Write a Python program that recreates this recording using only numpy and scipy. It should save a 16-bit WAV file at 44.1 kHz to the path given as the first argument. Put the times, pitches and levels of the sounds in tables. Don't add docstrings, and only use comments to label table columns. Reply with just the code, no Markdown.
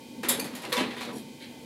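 import sys
import numpy as np
from scipy import signal
from scipy.fft import rfft, irfft, next_fast_len
from scipy.io import wavfile
from scipy.ndimage import map_coordinates

SR = 44100
rng = np.random.default_rng(int(sys.argv[2]) if len(sys.argv) > 2 else 0)


def master_out(mix):
    frames = np.transpose(np.atleast_2d(mix))
    ceiling = np.clip(frames, -1, 1)
    pcm = np.round(ceiling * 32767).astype(np.int16)
    wavfile.write(sys.argv[1], SR, pcm)


N = 72765

# f/Hz, level/dB
CRACK_COLOUR = [(60, -19), (300, -3.5), (600, -2), (1300, -8), (2000, -2), (2700, -9.5), (4400, -5),
                (5900, -11), (7200, -5.5), (9400, -9.5), (11000, -1), (13500, -8), (15500, -14)]


def amp(db):
    return 10 ** (np.asarray(db) / 20)


def along(points, hz):
    freqs, values = np.transpose(points)
    return np.interp(np.log(hz + 1), np.log(freqs + 1), values)


def norm(x):
    return x / (np.linalg.norm(x) + 1e-12)


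def add(track, s, sound):
    part = track[round(s * SR):][:len(sound)]
    part += sound[:len(part)]


def burst(colour, tilt_db=0, size=4096):
    hz = np.fft.rfftfreq(size, 1 / SR)
    levels_db = along(colour, hz) + tilt_db * np.log2(np.maximum(hz, 250))
    cepstrum = irfft(np.log(amp(levels_db)))
    cepstrum[1:size // 2] *= 2
    cepstrum[size // 2 + 1:] = 0
    return norm(irfft(np.exp(rfft(cepstrum))))


def ring(tones, size=4096, attack_s=0.00028):
    t = np.arange(size) / SR
    waves = np.zeros(size)
    for hz, width_hz, db in tones:
        fade = amp(db + rng.normal(0, 1)) * width_hz * np.exp(-np.pi * width_hz * t)
        waves += fade * np.sin(2 * np.pi * (hz * t + rng.random()))
    return norm(waves * (1 - np.exp(-t / attack_s)))


def kitchen(early_db, early_s):
    # f/Hz, t/s
    fade_times = [(100, 0.83), (300, 0.47), (1000, 0.4), (3000, 0.4), (7000, 0.24), (11000, 0.22),
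                  (16000, 0.1)]
    hz, t, noise = signal.stft(rng.standard_normal(SR * 3 // 4), SR, nperseg=256)
    fade = amp(-60 * t / along(fade_times, hz)[:, None])
    tail = signal.istft(noise * fade, SR, nperseg=256)[1]
    t = np.arange(len(tail)) / SR
    tail *= 1 - np.exp(-t / 0.0033)
    early = rng.standard_normal(len(t)) * t * np.exp(-t / early_s)
    return norm(norm(tail) + amp(early_db) * norm(early))


def hit(crack, ringing, early_db, early_s, direct_db):
    heard = signal.fftconvolve(crack + ringing, kitchen(early_db, early_s))
    add(heard, 0, amp(direct_db) * ringing)
    return norm(heard) * np.sqrt(SR / 50)


def rub(length_s, slip_sound, early_db, slips_per_s=900, spread_db=6):
    n = int(length_s * SR)
    slipping = rng.random(n) < slips_per_s / SR
    slips = slipping * rng.choice([-1, 1], n) * amp(spread_db * rng.standard_normal(n))
    rubbed = signal.fftconvolve(slips * np.hanning(n) ** 0.35, slip_sound)
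    heard = signal.fftconvolve(rubbed, kitchen(early_db, early_s=0.0015))
    return norm(heard) * np.sqrt(n)


def fan(level_db=-47.5):
    # f/Hz, level/dB
    colour = [(30, -48), (50, -51), (70, -14.5), (100, -17), (130, -10), (177, -14.5), (240, -4.5),
              (300, -4.5), (400, -14), (510, -9), (670, -24), (890, -18), (1000, -30), (1100, -20.5),
              (1220, -44), (1450, -32), (1570, -27), (1820, -34), (2400, -20.5), (2700, -29.5),
              (3100, -24.5), (4600, -25.5), (5600, -30), (11000, -33.5), (15500, -40.5)]
    gains = amp(along(colour, np.fft.rfftfreq(N, 1 / SR)))
    air = irfft(rfft(rng.standard_normal(N)) * gains, N)
    return amp(level_db) * norm(air) * np.sqrt(N)


def motor(waver_db=1.6, waver_radians=0.13, wavers_per_s=14):
    # f/Hz, level/dB
    tones = [(247.6, -53), (899, -60.5), (2040, -68.5), (2460, -64.5), (3063, -68), (3182, -68)]
    t = np.arange(N) / SR

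    def wobble():
        points = rng.standard_normal(int(t[-1] * wavers_per_s) + 4)
        return map_coordinates(points, [t * wavers_per_s])

    out = np.zeros(N)
    for hz, db in tones:
        strength = amp(db + waver_db * wobble()) * np.sqrt(2)
        out += strength * np.sin(2 * np.pi * (hz * t + rng.random()) + waver_radians * wobble())
    return out


def shelf_rumbles():
    # t/s, length/s, level/dB
    drags = [(0.168, .06, -39), (.51, 0.055, -40.5), (1.099, 0.0954, -39.5)]
    # f/Hz, level/dB
    colour = [(30, -50), (120, -16), (205, -6), (245, 7.5), (290, -12), (450, -12.5), (800, -34.5),
              (4000, -71)]
    out = np.zeros(N)
    for s, length_s, db in drags:
        add(out, s, amp(db) * rub(length_s, burst(colour), early_db=8.5))
    return out


def container_knocks():
    # t/s, level/dB, tilt/(dB per octave), ring/dB, early echo delay/s, early echo level/dB
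    knocks = [(.231, -30.5, 0.5, -32, .0028, -5.5), (.246, -31.5, -0.5, -10.5, 0.0026, -5.5),
              (.303, -30.5, -1.5, -13, .0034, -2), (.385, -33, -4.5, -14, 0.0026, -6),
              (0.6335, -36, -1, -8.5, 0.0063, -13), (0.7211, -29.5, 1, -1, .0011, -5.5),
              (0.725, -25.5, 3.5, -0.5, 0.0021, -5.5), (.769, -34, 2.5, -7, 0.0014, -6),
              (.7785, -32.5, 0.5, -21, 0.0014, -3), (.793, -39, -2, 5, 0.0008, 15),
              (0.8067, -29.5, -6.5, -9.5, 0.0022, 3), (.908, -51, -3.5, -6, 0.0035, 6),
              (0.9637, -36, -1.5, -4.5, 0.004, -6), (1.009, -38.5, 1, -5, 0.00094, -2),
              (1.08, -42.5, -1.5, -3, 0.0095, 1)]
    # f/Hz, level/dB
    colour = [(30, -57), (80, -26), (250, 1), (500, 6), (700, -4.5), (950, 0), (1350, -3), (2000, 0.5),
              (2900, -7), (4200, -9.5), (5500, -15), (8000, -16), (12000, -16.5), (15500, -36)]
    # f/Hz, width/Hz, level/dB
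    tones = [(519, 30, 2.5), (987.7, 16, 11.5), (1127, 11.5, 7), (1864, 130, -1), (2280, 12, 1),
             (3660, 220, -1), (3900, 400, -3.5)]
    out = np.zeros(N)
    for s, db, tilt_db, ring_db, early_s, early_db in knocks:
        ringing = amp(ring_db) * ring(tones)
        add(out, s, amp(db) * hit(burst(colour, tilt_db), ringing, early_db, early_s, direct_db=-2.5))
    return out


def cabinet_thumps(ring_db=3):
    # t/s, level/dB
    thumps = [(.246, -35), (.3, -37), (.36, -38), (0.421, -33), (0.641, -41.5), (0.681, -37.5),
              (.775, -31.5), (.806, -33), (0.816, -36), (.831, -33.5), (0.916, -42.5), (1.01, -39),
              (1.075, -37), (1.122, -39.5), (1.158, -37.5), (1.199, -49), (1.452, -42.5)]
    # f/Hz, level/dB
    colour = [(30, -63), (70, -25), (125, 0.5), (200, -1.5), (245, 24), (310, -10), (470, -19), (700, 4.5),
              (1300, -25), (5000, -73)]
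    # f/Hz, width/Hz, level/dB
    tones = [(135, 13, -10.5), (204.2, 8.2, -3), (243.8, 9.6, 3.5), (309.6, 8.8, -4), (417, 4.3, -16.5),
             (453.6, 14, -10.5), (525, 3.2, -17)]
    out = np.zeros(N)
    for s, db in thumps:
        ringing = amp(ring_db) * ring(tones, attack_s=0.0012)
        add(out, s, amp(db) * hit(burst(colour), ringing, early_db=1.5, early_s=0.0044, direct_db=3))
    return out


def plastic_snaps():
    # t/s, level/dB, tilt/(dB per octave), ring/dB, early echo delay/s
    snaps = [(.286, -22.5, 4, -7, 0.0037), (0.2909, -22, 0.5, -1, 0.0017), (.443, -36, -2, -24, 0.0014),
             (0.55, -38, -1, -23, 0.0033), (0.617, -43.5, -2, -25, 0.0028),
             (0.694, -41.5, -3.5, -12, 0.0063)]
    # f/Hz, width/Hz, level/dB
    tones = [(3735, 550, -1.5), (5280, 95, -5), (7520, 140, 0.5), (8850, 100, 0.5), (10100, 370, 3.5),
             (10300, 140, -3), (11560, 100, 2.5), (12800, 150, -9.5)]
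    out = np.zeros(N)
    for s, db, tilt_db, ring_db, early_s in snaps:
        crack = burst(CRACK_COLOUR, tilt_db)
        ringing = amp(ring_db) * ring(tones)
        add(out, s, amp(db) * hit(crack, ringing, early_db=-6, early_s=early_s, direct_db=-5.5))
    return out


def plastic_clink(ring_db=1):
    # t/s, level/dB
    taps = [(0.3965, -31)]
    # f/Hz, width/Hz, level/dB
    tones = [(2410, 270, -6), (4520, 230, 0.5), (6240, 480, -7), (9100, 510, -4), (10840, 500, -2),
             (13650, 500, -12)]
    out = np.zeros(N)
    for s, db in taps:
        crack = burst(CRACK_COLOUR, tilt_db=-0.9)
        ringing = amp(ring_db) * ring(tones)
        add(out, s, amp(db) * hit(crack, ringing, early_db=1, early_s=0.003, direct_db=-8))
    return out


def package_rustles():
    # t/s, length/s, level/dB, tilt/(dB per octave)
    slides = [(0.49, 0.14, -48, -0.5), (0.613, 0.059, -41.5, 0), (.755, 0.079, -32.5, -1.4),
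              (0.889, 0.065, -47, -1), (0.978, 0.079, -41, 0), (1.058, 0.053, -38.5, -5.5),
              (1.122, 0.08, -49.5, 8.5), (1.467, 0.19, -57.5, -7)]
    # f/Hz, level/dB
    colour = [(30, -54), (100, -14.5), (400, 3.5), (900, 6.5), (1400, -0.5), (2300, 1.5), (4200, 0.5),
              (5500, -9), (11500, -13.5), (15500, -30)]
    out = np.zeros(N)
    for s, length_s, db, tilt_db in slides:
        add(out, s, amp(db) * rub(length_s, burst(colour, tilt_db), early_db=0.5))
    return out


def container_click():
    # t/s, level/dB
    clicks = [(0.7253, -29)]
    # f/Hz, level/dB
    colour = [(2300, -27), (3500, -4), (4200, -1), (5600, -23)]
    out = np.zeros(N)
    for s, db in clicks:
        heard = signal.fftconvolve(burst(colour), kitchen(early_db=9, early_s=0.003))
        add(out, s, amp(db) * norm(heard) * np.sqrt(SR / 50))
    return out


def container_scrapes():
    # t/s, length/s, level/dB, tilt/(dB per octave)
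    pushes = [(0.762, 0.027, -29, 0.5), (0.898, 0.027, -40, -1), (0.967, 0.021, -40.5, 0.5),
              (1.006, 0.054, -44, 4), (1.398, 0.053, -46.5, 1)]
    # f/Hz, level/dB
    colour = [(30, -55), (400, -9), (1200, -16.5), (1600, -3), (2300, 0), (3000, -3.5), (4200, -2.5),
              (5500, -17.5), (11500, -22.5), (15500, -36)]
    out = np.zeros(N)
    for s, length_s, db, tilt_db in pushes:
        add(out, s, amp(db) * rub(length_s, burst(colour, tilt_db), early_db=1.5))
    return out


def scene():
    hum = fan() + motor()
    hits = container_knocks() + cabinet_thumps() + plastic_snaps() + plastic_clink() + container_click()
    rubbing = shelf_rumbles() + package_rustles() + container_scrapes()
    return (hum + hits + rubbing)[None]


def record(dry):
    low_cut_hz, top_hz = 63, 15800
    thinned = signal.sosfilt(signal.butter(2, low_cut_hz, "high", fs=SR, output="sos"), dry)
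    size = next_fast_len(N + SR // 2)
    below_top = np.fft.rfftfreq(size, 1 / SR) < top_hz
    return irfft(rfft(thinned, size) * below_top, size)[:, :N]


dry = scene()
out = record(dry)
master_out(out)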